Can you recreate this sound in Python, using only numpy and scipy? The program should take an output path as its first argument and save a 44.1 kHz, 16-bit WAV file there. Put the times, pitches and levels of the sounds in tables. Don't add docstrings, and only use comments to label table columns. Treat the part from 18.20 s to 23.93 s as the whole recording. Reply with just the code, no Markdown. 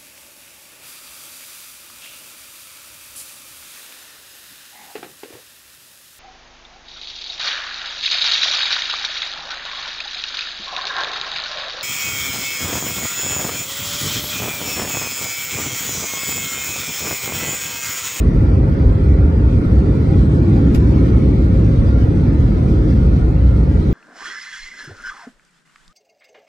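import sys
import numpy as np
from scipy import signal
from scipy.fft import rfft, irfft, dct, next_fast_len
from scipy.io import wavfile
from scipy.ndimage import uniform_filter1d, minimum_filter1d

SR = 44100
rng = np.random.default_rng(int(sys.argv[2]) if len(sys.argv) > 2 else 0)


def dump(signal):
    limited = np.clip(np.atleast_2d(signal).T, -1, 1)
    pcm = np.round(limited * 32767).astype(np.int16)
    wavfile.write(sys.argv[1], SR, pcm)


N = 252693

# t/s, level/dB added to the boom
JOINTS = [(.08, 3), (0.192, 4), (0.299, 3.5), (.47, 3.5), (.68, 8), (.91, 3.5), (1.07, 5.5), (1.261, 1.5),
          (1.38, 6), (1.581, 4), (1.99, 6.5), (2.56, 2), (2.83, -1), (3.249, 2.5), (3.37, 3.5), (3.611, 6),
          (3.75, -0.5), (4.22, 8), (4.93, 4), (5.24, 6), (5.55, 2), (5.72, 3.5)]


def heave_db():
    half_width_s = 0.026
    t = np.arange(0, N, 64) / SR
    bells = sum(db * np.exp(-((t - s) / half_width_s) ** 2 / 2) for s, db in JOINTS)
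    return np.interp(np.arange(N) / SR, t, bells)


# f/Hz, level/dB (per Hz)
BOOM = [(15, -40), (26, -33), (33, -26), (42, -9.5), (48, -5), (55, -4.5), (59, -4.5), (63, -4.5), (68, -5),
        (76, -5.5), (88, -6), (100, -8), (125, -30), (200, -90)]


def fuselage():
    level = level_db(idle_db=-15, follow=-0.083, slowing_db=0) + heave_db()
    return gain_of(level) * turbulence(BOOM, calm=0.48, calm_s=0.029)


def tyres():
    t = np.arange(N) / SR
    drone_hz, sag_hz_per_s, level = 66.5, 1.3, -15
    beat_s, in_step_s = 2.15, 3.08
    turns = np.cumsum(drone_hz - sag_hz_per_s * t + 0.5 * drift(2.5)) / SR
    beat = np.cos(np.pi * (t - in_step_s) / beat_s)
    return np.sqrt(2) * gain_of(level) * beat * np.sin(2 * np.pi * turns)


# f/Hz, level/dB (per Hz)
RUMBLE = [(60, -59), (85, -23), (100, -0.5), (118, 1), (139, -1.5), (176, -3.5), (200, -7.5), (230, -40.5),
          (400, -89.5)]


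def wheels():
    level = level_db(idle_db=-17.5, follow=0.6, slowing_db=0.11)
    return gain_of(level) * turbulence(RUMBLE, calm=0.23, calm_s=0.066)


# f/Hz, level/dB (per Hz)
ROAR = [(120, -71), (175, -30.5), (200, 1.5), (240, 1), (282, 1), (330, -1), (370, -9.5), (420, -25),
        (800, -92.5)]


def jets():
    level = level_db(idle_db=-22, follow=1.17, slowing_db=0)
    return gain_of(level) * turbulence(ROAR, calm=0.068, calm_s=0.015)


# f/Hz, level/dB (per Hz)
PANE = [(200, -77), (330, -20.5), (370, -3), (419, 0), (453, -2), (490, -5), (520, -2), (545, -4),
        (585, -14), (640, -27.5), (1200, -83.5)]


def window_pane():
    level = level_db(idle_db=-29.5, follow=0.3, slowing_db=-0.16)
    return gain_of(level) * turbulence(PANE, calm=0.041, calm_s=0.066)


# f/Hz, level/dB (per Hz)
RUSH = [(300, -69), (585, -18.5), (612, 3), (650, -3), (960, -8.5), (1100, -11), (1400, -6.5),
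        (1591, -13.5), (1711, -16), (2125, -16.5), (2455, -19.5), (2700, -26), (3000, -38.5), (6000, -100)]


def wall_air():
    level = level_db(idle_db=-36, follow=0.22, slowing_db=-0.25) + 0.22 * drift(27.0)
    return gain_of(level) * ports(*rattle(1500.0, spread_db=1.5, share=0.3), RUSH)


# f/Hz, level/dB (per Hz)
FIZZ = [(1200, -67), (2400, -29.5), (2750, -0.5), (3500, 0), (4400, -3.5), (5400, -7), (6750, -12),
        (7300, -13), (8300, -12), (9700, -22), (10500, -20), (12000, -22.5), (14000, -27), (15500, -46)]


def trim_db():
    return level_db(idle_db=-52, follow=0.55, slowing_db=0.2)


def trim():
    level = trim_db() + 0.82 * drift(14.0)
    return gain_of(level) * ports(*rattle(2500.0, spread_db=2.5, share=0.64), FIZZ)


# t/s, peak level/dB, t60/s
SNAPS = [
    (2.543, -43, 0.05),
    (2.545, -29, 0.07),
    (2.557, -38.5, .05),
    (2.573, -46.5, .1),
]
# f/Hz, level/dB (per Hz)
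SNAP = [(500, -28.5), (1000, 14.5), (2200, 8.5), (3500, 5.5), (4500, 2.5), (8000, -1.5), (9600, -10),
        (10500, 0), (13000, -3), (14200, -4), (15000, -44)]


def latch():
    t = np.arange(N) / SR
    shape = np.zeros(N)
    for s, db, t60 in SNAPS:
        rise = np.clip((t - s) / 0.0029, 0, 1)
        shape += gain_of(db - 60 * abs(t - s) / t60) * rise
    lean = gain_of([[0.7], [-0.7]])
    return shape * ports(*rng.standard_normal((2, N)), SNAP) * lean


# t/s, f/Hz, level/dB
HUM = [
    (0, 397.6, -36),
    (1.5, 392.5, -36.5),
    (3, 391.1, -35),
    (3.6, 394.7, -53),
    (5.73, 404, -42),
]


def hum():
    turns = np.cumsum(curve(HUM, order=1) + 2.62 * drift(6.0)) / SR
    level = curve(HUM, order=2) + 1.2 * drift(12.0)
    return np.sqrt(2) * np.sin(2 * np.pi * turns) * gain_of(level)


# t/s, level/dB over idle
THRUST = [(0, 0), (1.1, -1), (1.5, 1.5), (2, 2.5), (2.4, 3.5), (2.8, 4.5), (3.25, 2), (3.6, 2), (4.2, 1.5),
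          (4.8, 1.5), (5.3, -2), (5.73, 1)]


def level_db(idle_db, follow, slowing_db):
    return idle_db + follow * curve(THRUST, order=1) + slowing_db * np.arange(N) / SR


def turbulence(colour, calm, calm_s):
    x = ports(*rng.standard_normal((2, N)), colour)
    span = round(calm_s * SR)
    power = uniform_filter1d(uniform_filter1d((x ** 2).mean(0), span), span)
    return evened(x / (power + 0.045) ** (calm / 2))


def rattle(per_s, spread_db, share):
    size = gain_of(spread_db * np.minimum(rng.exponential(1, (2, N)), 5))
    size = size * rng.choice([-1.0, 1.0], (2, N))
    ticks = evened(size * (rng.random((2, N)) < per_s / SR))
    share = np.clip(share, 0, 1)
    return share * ticks + np.sqrt(1 - share ** 2) * rng.standard_normal((2, N))


# f/Hz, likeness 0-1
SAME = [(50, .996), (120, .98), (280, .955), (358, .72), (453, .6), (531, .8), (600, .25), (960, .5),
        (1050, .25), (1520, .68), (1711, .2), (2125, .6), (2700, .3), (6000, .2)]
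# f/Hz, phase/rad
LEAD = [(300, 0), (450, -.1), (488, -1.7), (531, -.3), (590, 2), (960, 1.9), (1100, 3.4), (1600, 3.5),
        (1750, 7.1), (2000, 6.3), (2640, 6.4), (2840, 9.4), (3800, 9.4), (4070, 12.6)]
# f/Hz, level/dB
LEAN = [(80, -0.4), (280, -0.4), (340, 2.5), (420, 0.5), (531, -3.5), (600, 2.5), (960, -1.5), (1480, -3.5),
        (1750, 2.5), (2300, 0.6), (5000, 2.5), (7000, -0.5)]


def ports(left, other, colour):
    size = next_fast_len(N, real=True)
    hz = np.fft.rfftfreq(size, 1 / SR)
    same = np.clip(read(SAME, hz), 0, 1)
    a, b = rfft(left, size), rfft(other, size)
    right = same * np.exp(-1j * read(LEAD, hz)) * a + np.sqrt(1 - same ** 2) * b
    lean = gain_of(read(LEAN, hz) / 2)
    pair = np.array([a * lean, right / lean]) * gain_of(read(colour, hz))
    return evened(irfft(pair, size)[:, :N])


def drift(hz):
    noise = rng.standard_normal(N + 2 * SR)
    lowpass = signal.butter(2, hz, fs=SR, output="sos")
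    return evened(signal.sosfiltfilt(lowpass, noise)[SR:-SR])


def gain_of(db):
    return 10 ** (np.asarray(db) / 20)


def evened(x):
    return x / np.sqrt(np.mean(x ** 2) + 1e-20)


def read(points, hz):
    f, value = np.transpose(points)
    return np.interp(np.log(hz + 1), np.log(f + 1), value)


def curve(rows, order):
    return np.interp(np.arange(N) / SR, np.transpose(rows)[0], np.transpose(rows)[order])


def blotches(frames, lines_wide, frames_long):
    field = uniform_filter1d(rng.standard_normal((2, frames, 1024)), lines_wide, axis=2)
    return evened(uniform_filter1d(field, frames_long, axis=1))


# f/Hz, usual level/dB over one step
SUM_FINENESS = [(300, 26), (2200, 9), (2900, 4), (4300, 7.5), (5700, 4), (6800, -3), (7000, -12),
                (7800, -19), (7900, 0), (9000, -5), (10150, -11), (10700, -6), (13200, -11), (13500, -17)]
# f/Hz, usual level/dB over one step
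DIFF_FINENESS = [(300, 24), (1500, 15), (2150, 2), (3000, 8), (4600, 2), (5600, 2), (6700, -4), (7000, 2),
                 (9200, -3), (9400, -15), (10250, -15), (10500, -3), (12000, -11), (14500, -18)]
# f/Hz, rarity in spreads of a random field
GAPS = [(700, 2.4), (1100, 1.6), (1350, 2), (1600, 1.15), (2200, 2), (3000, .7), (3300, 1.6), (3650, .7),
        (4200, 1.7), (6500, 1.2), (8200, 1.4), (14000, 1.1)]


def thinned(x, wander_db, streak_db):
    size, start = 1024, 2048 - 617
    window = signal.windows.kaiser_bessel_derived(2 * size, 4 * np.pi)
    frames = N // size + 4
    margins = (start, (frames + 1) * size - start - N)
    pair = np.pad([x[0] + x[1], x[0] - x[1]], ((0, 0), margins, ), "reflect")
    spots = np.arange(frames)[:, None] * size + np.arange(2 * size)
    a, b, c, d = np.split(pair[:, spots] * window, 4, axis=2)
    lines = dct(np.dstack([-c[..., ::-1] - d, a - b[..., ::-1]]), type=4, norm="ortho")
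    usual = np.sqrt(uniform_filter1d(np.median(lines ** 2, axis=1), size=9) * 2.2)
    hz = np.arange(size) * SR / size / 2
    fineness_db = np.array([read(table, hz) for table in (SUM_FINENESS, DIFF_FINENESS)])
    missing = blotches(frames, 9, 4) > read(GAPS, hz)
    quiet = abs(lines) < 4 * usual[:, None]
    streaks = gain_of(-streak_db * blotches(frames, 4, 5) * (hz > 700))
    lines = lines * streaks * ~(missing & quiet)
    fizz_db = np.interp(np.arange(frames) * size - start, np.arange(N), trim_db())
    follow_db = 0.7 * (fizz_db - fizz_db.mean())[:, None] * (hz > 2700)
    wander = blotches(frames, 18, 3)
    step = (usual / gain_of(fineness_db))[:, None] * gain_of(wander_db * wander + follow_db) + 1e-12
    rounded = step * np.sign(lines) * np.floor(abs(lines) / step + 0.42)
    u, v = np.split(dct(rounded, type=4, norm="ortho"), 2, axis=2)
    heads = np.dstack([v, -v[..., ::-1]]) * window[:size]
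    tails = np.dstack([-u[..., ::-1], -u]) * window[size:]
    pair = np.pad(heads, ((0, 0), (0, 1), (0, 0))) + np.pad(tails, ((0, 0), (1, 0), (0, 0)))
    total, gap = pair.reshape(2, -1)[:, start:start + N]
    return np.array([total + gap, total - gap]) / 2


def limited(x, ceiling):
    room_left = np.minimum(ceiling / (abs(x).max(0) + 1e-9), 1)
    held = minimum_filter1d(room_left, size=241)
    return x * uniform_filter1d(uniform_filter1d(held, size=121), size=121)


def scene():
    rolling = fuselage() + tyres() + wheels()
    engines = jets() + window_pane()
    inside = wall_air() + trim() + latch() + hum()
    return rolling + engines + inside


def band_limit(x):
    return signal.sosfilt(signal.butter(12, 14900, fs=SR, output="sos"), x)


def record(dry):
    mix = limited(thinned(dry, wander_db=3.5, streak_db=3.0), ceiling=0.795)
    return band_limit(mix)


dry = scene()
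out = record(dry)
dump(out)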